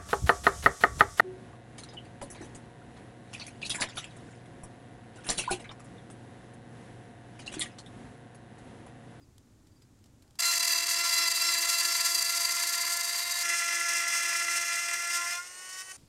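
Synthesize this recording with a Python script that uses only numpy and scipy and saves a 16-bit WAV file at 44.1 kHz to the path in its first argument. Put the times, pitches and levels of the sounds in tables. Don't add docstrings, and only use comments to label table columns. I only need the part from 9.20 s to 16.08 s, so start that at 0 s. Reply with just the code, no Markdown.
import sys
import numpy as np
from scipy import signal
from scipy.fft import rfft, irfft, next_fast_len
from scipy.io import wavfile
from scipy.ndimage import uniform_filter1d

SR = 44100
rng = np.random.default_rng(int(sys.argv[2]) if len(sys.argv) > 2 else 0)


def put_to_file(sound):
    columns = np.atleast_2d(sound).T
    safe = np.clip(columns, -1, 1)
    whole_steps = np.round(safe * 32767)
    wavfile.write(sys.argv[1], SR, whole_steps.astype(np.int16))


N = 303584
T = np.arange(N) / SR
START_S, SECOND_S, FREE_S, STOP_S = 1.192, 4.232, 6.17, 6.768


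def amp(db):
    return 10 ** (np.asarray(db) / 20)


def unit(x):
    return x / np.sqrt(np.mean(x ** 2) + 1e-20)


def curves(rows):
    times, *columns = np.transpose(rows)
    return [np.interp(T, times, column) for column in columns]


def between(start_s, end_s):
    return np.clip((T - start_s) / .009 + .5, 0, 1) * np.clip((end_s - T) / .009 + .5, 0, 1)


def swell(peak_s, half_s):
    return np.exp(-((T - peak_s) / half_s) ** 2)


def since(start_s):
    return np.maximum(T - start_s, 0)


def noise():
    return rng.standard_normal(N)


def wander(hz):
    size = next_fast_len(N)
    f = np.fft.rfftfreq(size, 1 / SR)
    return unit(irfft(rfft(noise(), size) / (1 + (f / hz) ** 4), size)[:N])


def colour(x, eq, modes=(), size=4096):
    f = np.fft.rfftfreq(size, 1 / SR)
    hz, db = np.transpose(eq)
    shape = np.interp(np.log(f + 1), np.log(hz), db)
    for centre, width, boost in modes:
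        shape = shape + boost / (1 + (2 * (f - centre) / width) ** 2)
    log_gain = np.log(amp(np.r_[shape, shape[-2:0:-1]]))
    taps = np.fft.ifft(np.exp(np.conj(signal.hilbert(log_gain)))).real
    return signal.oaconvolve(x, taps)[:N]


def tones(turns, harmonics, waver_db):
    out = 0
    for harmonic, db in harmonics:
        gain = np.sqrt(2) * amp(db + waver_db * wander(10.6))
        out = out + gain * np.sin(2 * np.pi * (harmonic * turns + rng.random()))
    return out


# freq_hz, gain_db
YARD_EQ = [(25, -8), (55, -3.5), (105, 1), (180, -10.5), (280, -4.5), (450, -19), (1000, -25.5),
           (3000, -33.5), (7300, -30.5), (15500, -45)]

def yard(level_db=-59.5, duck_db=-13):
    return amp(level_db + duck_db * between(START_S, STOP_S)) * unit(colour(noise(), YARD_EQ))


# start_s, length_s, pitch_hz, level_db
PEN_STROKES = [(.012, 0.038, 4870, -67), (.512, .025, 4800, -71), (.555, .03, 4800, -69),
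               (.608, 0.042, 4900, -69)]

def pen_squeaks():
    out = 0
    for start_s, length_s, pitch_hz, level_db in PEN_STROKES:
        stroke = np.clip((T - start_s) / length_s, 0, 1)
        glide_hz = pitch_hz * (1 - .09 * (stroke - .5) + .015 * wander(400))
        out = out + amp(level_db) * np.sin(np.pi * stroke) * np.sin(2 * np.pi * np.cumsum(glide_hz) / SR)
    return out


# start_s, level_db, pitch_hz
PANEL_BUMPS = [(0.087, -49, 110), (6.834, -49, 151), (6.855, -55, 106)]

def panel_bumps(decay_s=.013):
    return sum(amp(db) * np.exp(-since(s) / decay_s) * np.sin(2 * np.pi * hz * since(s))
               for s, db, hz in PANEL_BUMPS)


# start_s, level_db, t60_s
PANEL_TICKS = [(0.181, -52, .018), (.4704, -63, .06), (.6206, -60, .05), (.7897, -65, .02),
               (0.841, -58, .025), (.858, -62, .07), (1.0226, -58.5, 0.054), (1.079, -61, 0.011),
               (1.1085, -58, .015), (1.1544, -58, 0.052), (6.776, -65.5, 0.94)]
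# freq_hz, gain_db
TICK_EQ = [(500, -6), (2500, -7.5), (5000, -1), (6200, -8), (7400, -2.5), (13500, -15), (16000, -27)]

def panel_ticks():
    envelope = sum(amp(db - 60 * since(s) / t60_s) * (T >= s) for s, db, t60_s in PANEL_TICKS)
    return envelope * unit(colour(noise(), TICK_EQ))


# time_s, rate_hz
FIRST_BLOW_RATE = [(1.22, 689), (1.37, 686.7), (1.82, 687.3), (2.02, 682.7), (3.9, 691.5), (4.01, 696),
                   (4.2, 697)]
SECOND_BLOW_RATE = [(4.27, 687.1), (5.184, 686), (6.068, 691.6), (6.17, 699.5)]

def shaft_speed(run_up_hz=35, run_up_s=.36):
    blows_hz, = curves([*FIRST_BLOW_RATE, *SECOND_BLOW_RATE])
    return blows_hz / 2 + run_up_hz * (1 - np.exp(-since(FREE_S) / run_up_s))


# shaft_harmonic, level_db
WHIRR_TONES = [(8, -74), (12, -67), (21, -67), (23, -66)]
HUM_TONES = [(2, -52)]
IDLE_TONES = [(1, -72.5), (2, -71.5), (3, -64)]
# freq_hz, gain_db
AIR_EQ = [(100, -26), (500, 2), (1100, 0), (2600, 0.5), (3500, -7), (5900, 6), (7500, 4), (8800, -14),
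          (12000, -7), (15500, -27)]

def motor(turns, speed_hz, air_db=-52, whistle_load_db=4.5, thrum_db_per_hz=1.8):
    load = np.interp(speed_hz, [349, 353], [1, 0])
    whirr = tones(turns, WHIRR_TONES, waver_db=1)
    whistle = amp(whistle_load_db * load) * tones(turns, [(24, -52.5)], waver_db=1)
    hum = load * tones(turns, HUM_TONES, waver_db=1.3)
    strain = amp(thrum_db_per_hz * (344.3 - speed_hz))
    thrum = strain * tones(turns, [(1, -64.5)], waver_db=2.5)
    idle = (1 - load) * tones(turns, IDLE_TONES, waver_db=2)
    air = amp(air_db) * unit(colour(noise(), AIR_EQ))
    return (whirr + whistle + hum + thrum + idle + air) * between(START_S, STOP_S)


def chatter(depth, rate_hz, unevenness):
    angle = 2 * np.pi * np.cumsum(rate_hz * np.exp(unevenness * wander(19.7))) / SR
    bite = depth * np.tanh(1.3 * (np.cos(angle) + .6 * np.sin(2 * angle)))
    drag = depth * np.sin(angle)
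    return bite, drag


def whirl_lag(depth, whirl_hz=6):
    return np.cumsum(whirl_hz * depth) / SR


def sheet_chirp(x, delay_at_1khz_s=.022, size=4096):
    f = np.fft.rfftfreq(size, 1 / SR)
    phase = 4 * np.pi * delay_at_1khz_s * np.sqrt(1000 * f)
    return signal.oaconvolve(x, irfft(np.exp(-1j * phase)))[:N]


def flutes(turns, lopsided, scatter_db, jitter_s, scrape_db):
    cycles = 2 * turns
    count = int(cycles[-1])
    scatter, late = rng.standard_normal((count, 2)).T
    force = amp(scatter_db * scatter) * (1 + lopsided * (-1) ** np.arange(count))
    at = (np.interp(np.arange(count), cycles, T) + jitter_s * late) * SR
    near = at.astype(int)[:, None] + np.arange(-5, 7)
    offset = near - at[:, None]
    clicks = force[:, None] * np.sinc(offset) * np.sinc(offset / 6)
    blows = np.bincount(np.clip(near, 0, N - 1).ravel(), clicks.ravel(), N)
    chips = noise() * (1.4 + np.exp(-(cycles % 1) / .3))
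    return sheet_chirp(unit(blows)) + amp(scrape_db) * unit(chips)


def rasp_and_ring(body, bite, rasp_db, ring_db, rasp_throb_db, ring_throb_db, crossover_hz=3300):
    low, high = (signal.butter(4, crossover_hz, kind, fs=SR, output="sos") for kind in ("low", "high"))
    ring = signal.sosfilt(low, body) * amp(ring_throb_db * bite + 1.82 * wander(61))
    rasp = signal.sosfilt(high, body) * amp(rasp_throb_db * bite + 2.14 * wander(47))
    return amp(ring_db) * unit(ring) + amp(rasp_db) * unit(rasp)


def squeal(drive, bite, pitch_hz=4777, width_hz=106, throb_db=9):
    mode = signal.lfilter(*signal.iirpeak(pitch_hz, pitch_hz / width_hz, SR), drive)
    flaring = mode * amp(throb_db * bite)
    return flaring / np.sqrt(uniform_filter1d(flaring ** 2, size=SR // 2) + 1e-12)


# shaft_harmonic, relative_db
BITE_TONES = [(8, -20.5), (10, -21), (12, -13), (15, -13.5), (18, -17), (21, -25.5), (22, -13)]
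SKIP_TONES = [(6, -11), (8, -15), (18, -9)]

def scream(tip, bite, skip_depth, throb_db=6):
    biting = tones(tip, BITE_TONES, waver_db=1.5)
    skipping = skip_depth * tones(tip, SKIP_TONES, waver_db=2)
    return amp(throb_db * bite) * (biting + skipping)


# shaft_harmonic, relative_db
ENTRY_TONES = [(6, -2.5), (8, -3.5), (12, 0), (16, -1.5), (18, -5.5), (22, -6)]
# shaft_harmonic, level_db
SLOT_TONES = [(5, -46.5), (6, -44.5), (11, -50.5), (13, -47)]

def edge_whine(turns, whirl, even, buried, floor_db=-50.5, swell_db=-39):
    entry = tones(whirl + .0076 * wander(29), ENTRY_TONES, waver_db=3.5)
    smooth = tones(turns + .0028 * wander(35), [(4, -1.8)], waver_db=-.2)
    slot = tones(turns + .005 * wander(30), SLOT_TONES, waver_db=3)
    gain = amp(floor_db) + amp(swell_db) * even
    return gain * (smooth + (1 - buried) * entry) + (.5 + .5 * buried) * slot


# time_s, rasp_db, ring_db
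FIRST_FADERS = [(1.23, -27, -33.5), (1.41, -29.5, -35), (1.52, -26.5, -35), (1.6, -31, -36),
                (2.04, -27, -33.5), (2.16, -30, -39), (2.2, -28, -34.5), (4.07, -31.5, -38.5),
                (4.21, -30, -36.5)]
# freq_hz, gain_db
FIRST_EQ = [(200, -31.5), (750, -29), (1000, -5), (1400, -13.5), (2000, -5), (3400, -11.5), (4200, -3.5),
            (6500, 2), (8800, 0), (10000, -4.5), (12200, -2), (13400, -12.5), (14300, -24), (16000, -17)]
# pitch_hz, width_hz, boost_db
FIRST_RESONANCES = [(1084, 360, 0.5), (1885, 63, 7.5), (2700, 140, 0), (4160, 18, 7), (4673, 330, 10.5),
                    (6105, 140, 4), (7280, 220, 2)]
EVEN_RUNS = [1.28, 1.851, 2.019, 2.268, 2.511, 2.7, 2.871, 3.15, 3.349, 3.54, 3.74]
# time_s, dip_db
BIT_LIFTS = [(1.215, -10), (1.391, -10), (1.656, -10), (2.135, -1), (2.465, -5)]

def first_pass(turns, sink_s=1.77, skip_hz=41, slot_hz=22.95, drag_turns=.02, slip_turns=.0071):
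    push_db = 1.5 * swell(3.03, .25)
    rasp_db, ring_db = curves(FIRST_FADERS)
    rasp_db = rasp_db + push_db
    even = sum(swell(s, .062) for s in EVEN_RUNS) * amp(-2.5 * since(START_S))
    buried = np.interp(T, [2.0, 3.8], [0, 1])
    skipping = between(START_S, sink_s)
    depth = .9 * amp(push_db) * (1 - .6 * even)
    bite, drag = chatter(depth, slot_hz + (skip_hz - slot_hz) * skipping, unevenness=.27)
    whirl = turns - whirl_lag(depth)
    tip = whirl - drag_turns * drag + slip_turns * depth * wander(35)
    drive = flutes(tip, lopsided=.5, scatter_db=2, jitter_s=.9e-5, scrape_db=-1.5)
    body = colour(drive, FIRST_EQ, FIRST_RESONANCES)
    cut = rasp_and_ring(body, bite, rasp_db - 2, ring_db - 1.7 + even, rasp_throb_db=3, ring_throb_db=2.2)
    bending = amp(rasp_db - 6 - 4.5 * even) * squeal(drive, bite)
    flare = (1 - .79 * buried) * amp(rasp_db - 2) * scream(tip, bite, skipping * depth)
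    whine = edge_whine(turns, whirl, even, buried)
    contact = amp(sum(db * swell(s, .0049) for s, db in BIT_LIFTS))
    return (cut + bending + flare + whine) * contact * between(START_S, SECOND_S)


# shaft_harmonic, relative_db
SHEET_TONES = [(3, -23), (4, -7), (5, -7), (6, -5), (7, -11), (8, -26)]
# peak_s, half_length_s, shaft_harmonic, boost_db
SLIVER_CRIES = [(5.98, .05, 4, 7), (6.02, 0.071, 3, 19), (6.2, .035, 4, 15.5), (6.19, 0.038, 3, 20)]

def sheet_song(turns):
    out = 0
    for harmonic, db in SHEET_TONES:
        cry_db = sum(boost * swell(s, half_s) for s, half_s, k, boost in SLIVER_CRIES if k == harmonic)
        out = out + amp(cry_db) * tones(turns, [(harmonic, db)], waver_db=1.63)
    return out


# freq_hz, gain_db
SECOND_EQ = [(200, -28), (750, -15), (1300, -2.5), (2600, -4.5), (3700, -9), (4500, -5.5), (5400, 4.5),
             (6800, 1.5), (7600, -1), (9200, 0.5), (10300, -8), (13000, -10), (15500, -23.5)]
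# pitch_hz, width_hz, boost_db
SECOND_RESONANCES = [(1980, 138, 16.8), (2688, 160, 9.1), (4990, 46, 3.5), (8000, 250, 3.6)]
# shaft_harmonic, relative_db
GRIND_TONES = [(10, -22), (12, -21), (14, -19.5), (15, -14.5), (17, -13), (18, -18.5), (19, -14.5)]
RIM_TONES = [(3, -9.5), (4, -6.5), (5, -4), (6, -12), (7, -12.5), (8, -8)]
# shaft_harmonic, level_db
CATCH_TONES = [(10, -50), (11, -52), (14, -44), (16, -45), (19, -43)]

def second_pass(turns, rasp_db=-33.5, ring_db=-34.5, catch_s=5.945, drag_turns=.017, slip_turns=.016):
    ease_db = -3 * since(5.15)
    pressure_db = ease_db + .94 * np.cos(2 * np.pi * (T - catch_s) / .1978)
    held = amp(-162 * since(FREE_S - .023))
    catch, graze = swell(catch_s, .036), rim_grazes()
    rasp = amp(rasp_db) * (held * amp(pressure_db + 2.2 * catch) + graze)
    ring = amp(ring_db) * held * amp(pressure_db)
    rim = amp(ring_db) * graze
    depth = .62 * held * amp(ease_db)
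    bite, drag = chatter(depth, rate_hz=26.22, unevenness=.55)
    tip = turns - whirl_lag(depth) - drag_turns * drag + slip_turns * depth * wander(37)
    drive = flutes(tip, lopsided=.72, scatter_db=0, jitter_s=1.3e-5, scrape_db=2.5)
    body = colour(drive, SECOND_EQ, SECOND_RESONANCES)
    high_db, low_db = 20 * np.log10([rasp, ring + amp(-4) * rim])
    cut = rasp_and_ring(body, bite, high_db - .87, low_db - 3, rasp_throb_db=0, ring_throb_db=3.5)
    sway = turns + .005 * wander(30)
    whine = ring * sheet_song(sway) + rim * tones(sway, RIM_TONES, waver_db=0)
    grind = rasp * tones(tip + .0042 * wander(45), GRIND_TONES, waver_db=3)
    screech = catch * tones(tip + .006 * wander(61), CATCH_TONES, waver_db=-2)
    return (cut + whine + grind + screech) * between(SECOND_S, STOP_S)


# peak_s, attack_s, relative_db
RIM_TOUCHES = [(6.62, 0.28, -10), (6.719, 0.058, -11.5)]

def rim_grazes(release_s=.0068):
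    touches = sum(amp(db) * np.exp(-np.maximum(s - T, 0) / attack_s - since(s) / release_s)
                  for s, attack_s, db in RIM_TOUCHES)
    return touches * between(FREE_S, STOP_S)


def scene():
    speed_hz = shaft_speed()
    turns = np.cumsum(speed_hz * (1 + .000896 * wander(11.98))) / SR
    tool = first_pass(turns) + second_pass(turns) + motor(turns, speed_hz)
    handling = panel_ticks() + pen_squeaks() + panel_bumps()
    return (tool + handling + yard())[None]


def record(dry):
    high_cut = signal.firwin(511, 15850, window=("kaiser", 9), fs=SR)
    return signal.oaconvolve(dry, high_cut[None], "same")


dry = scene()
out = record(dry)
put_to_file(out)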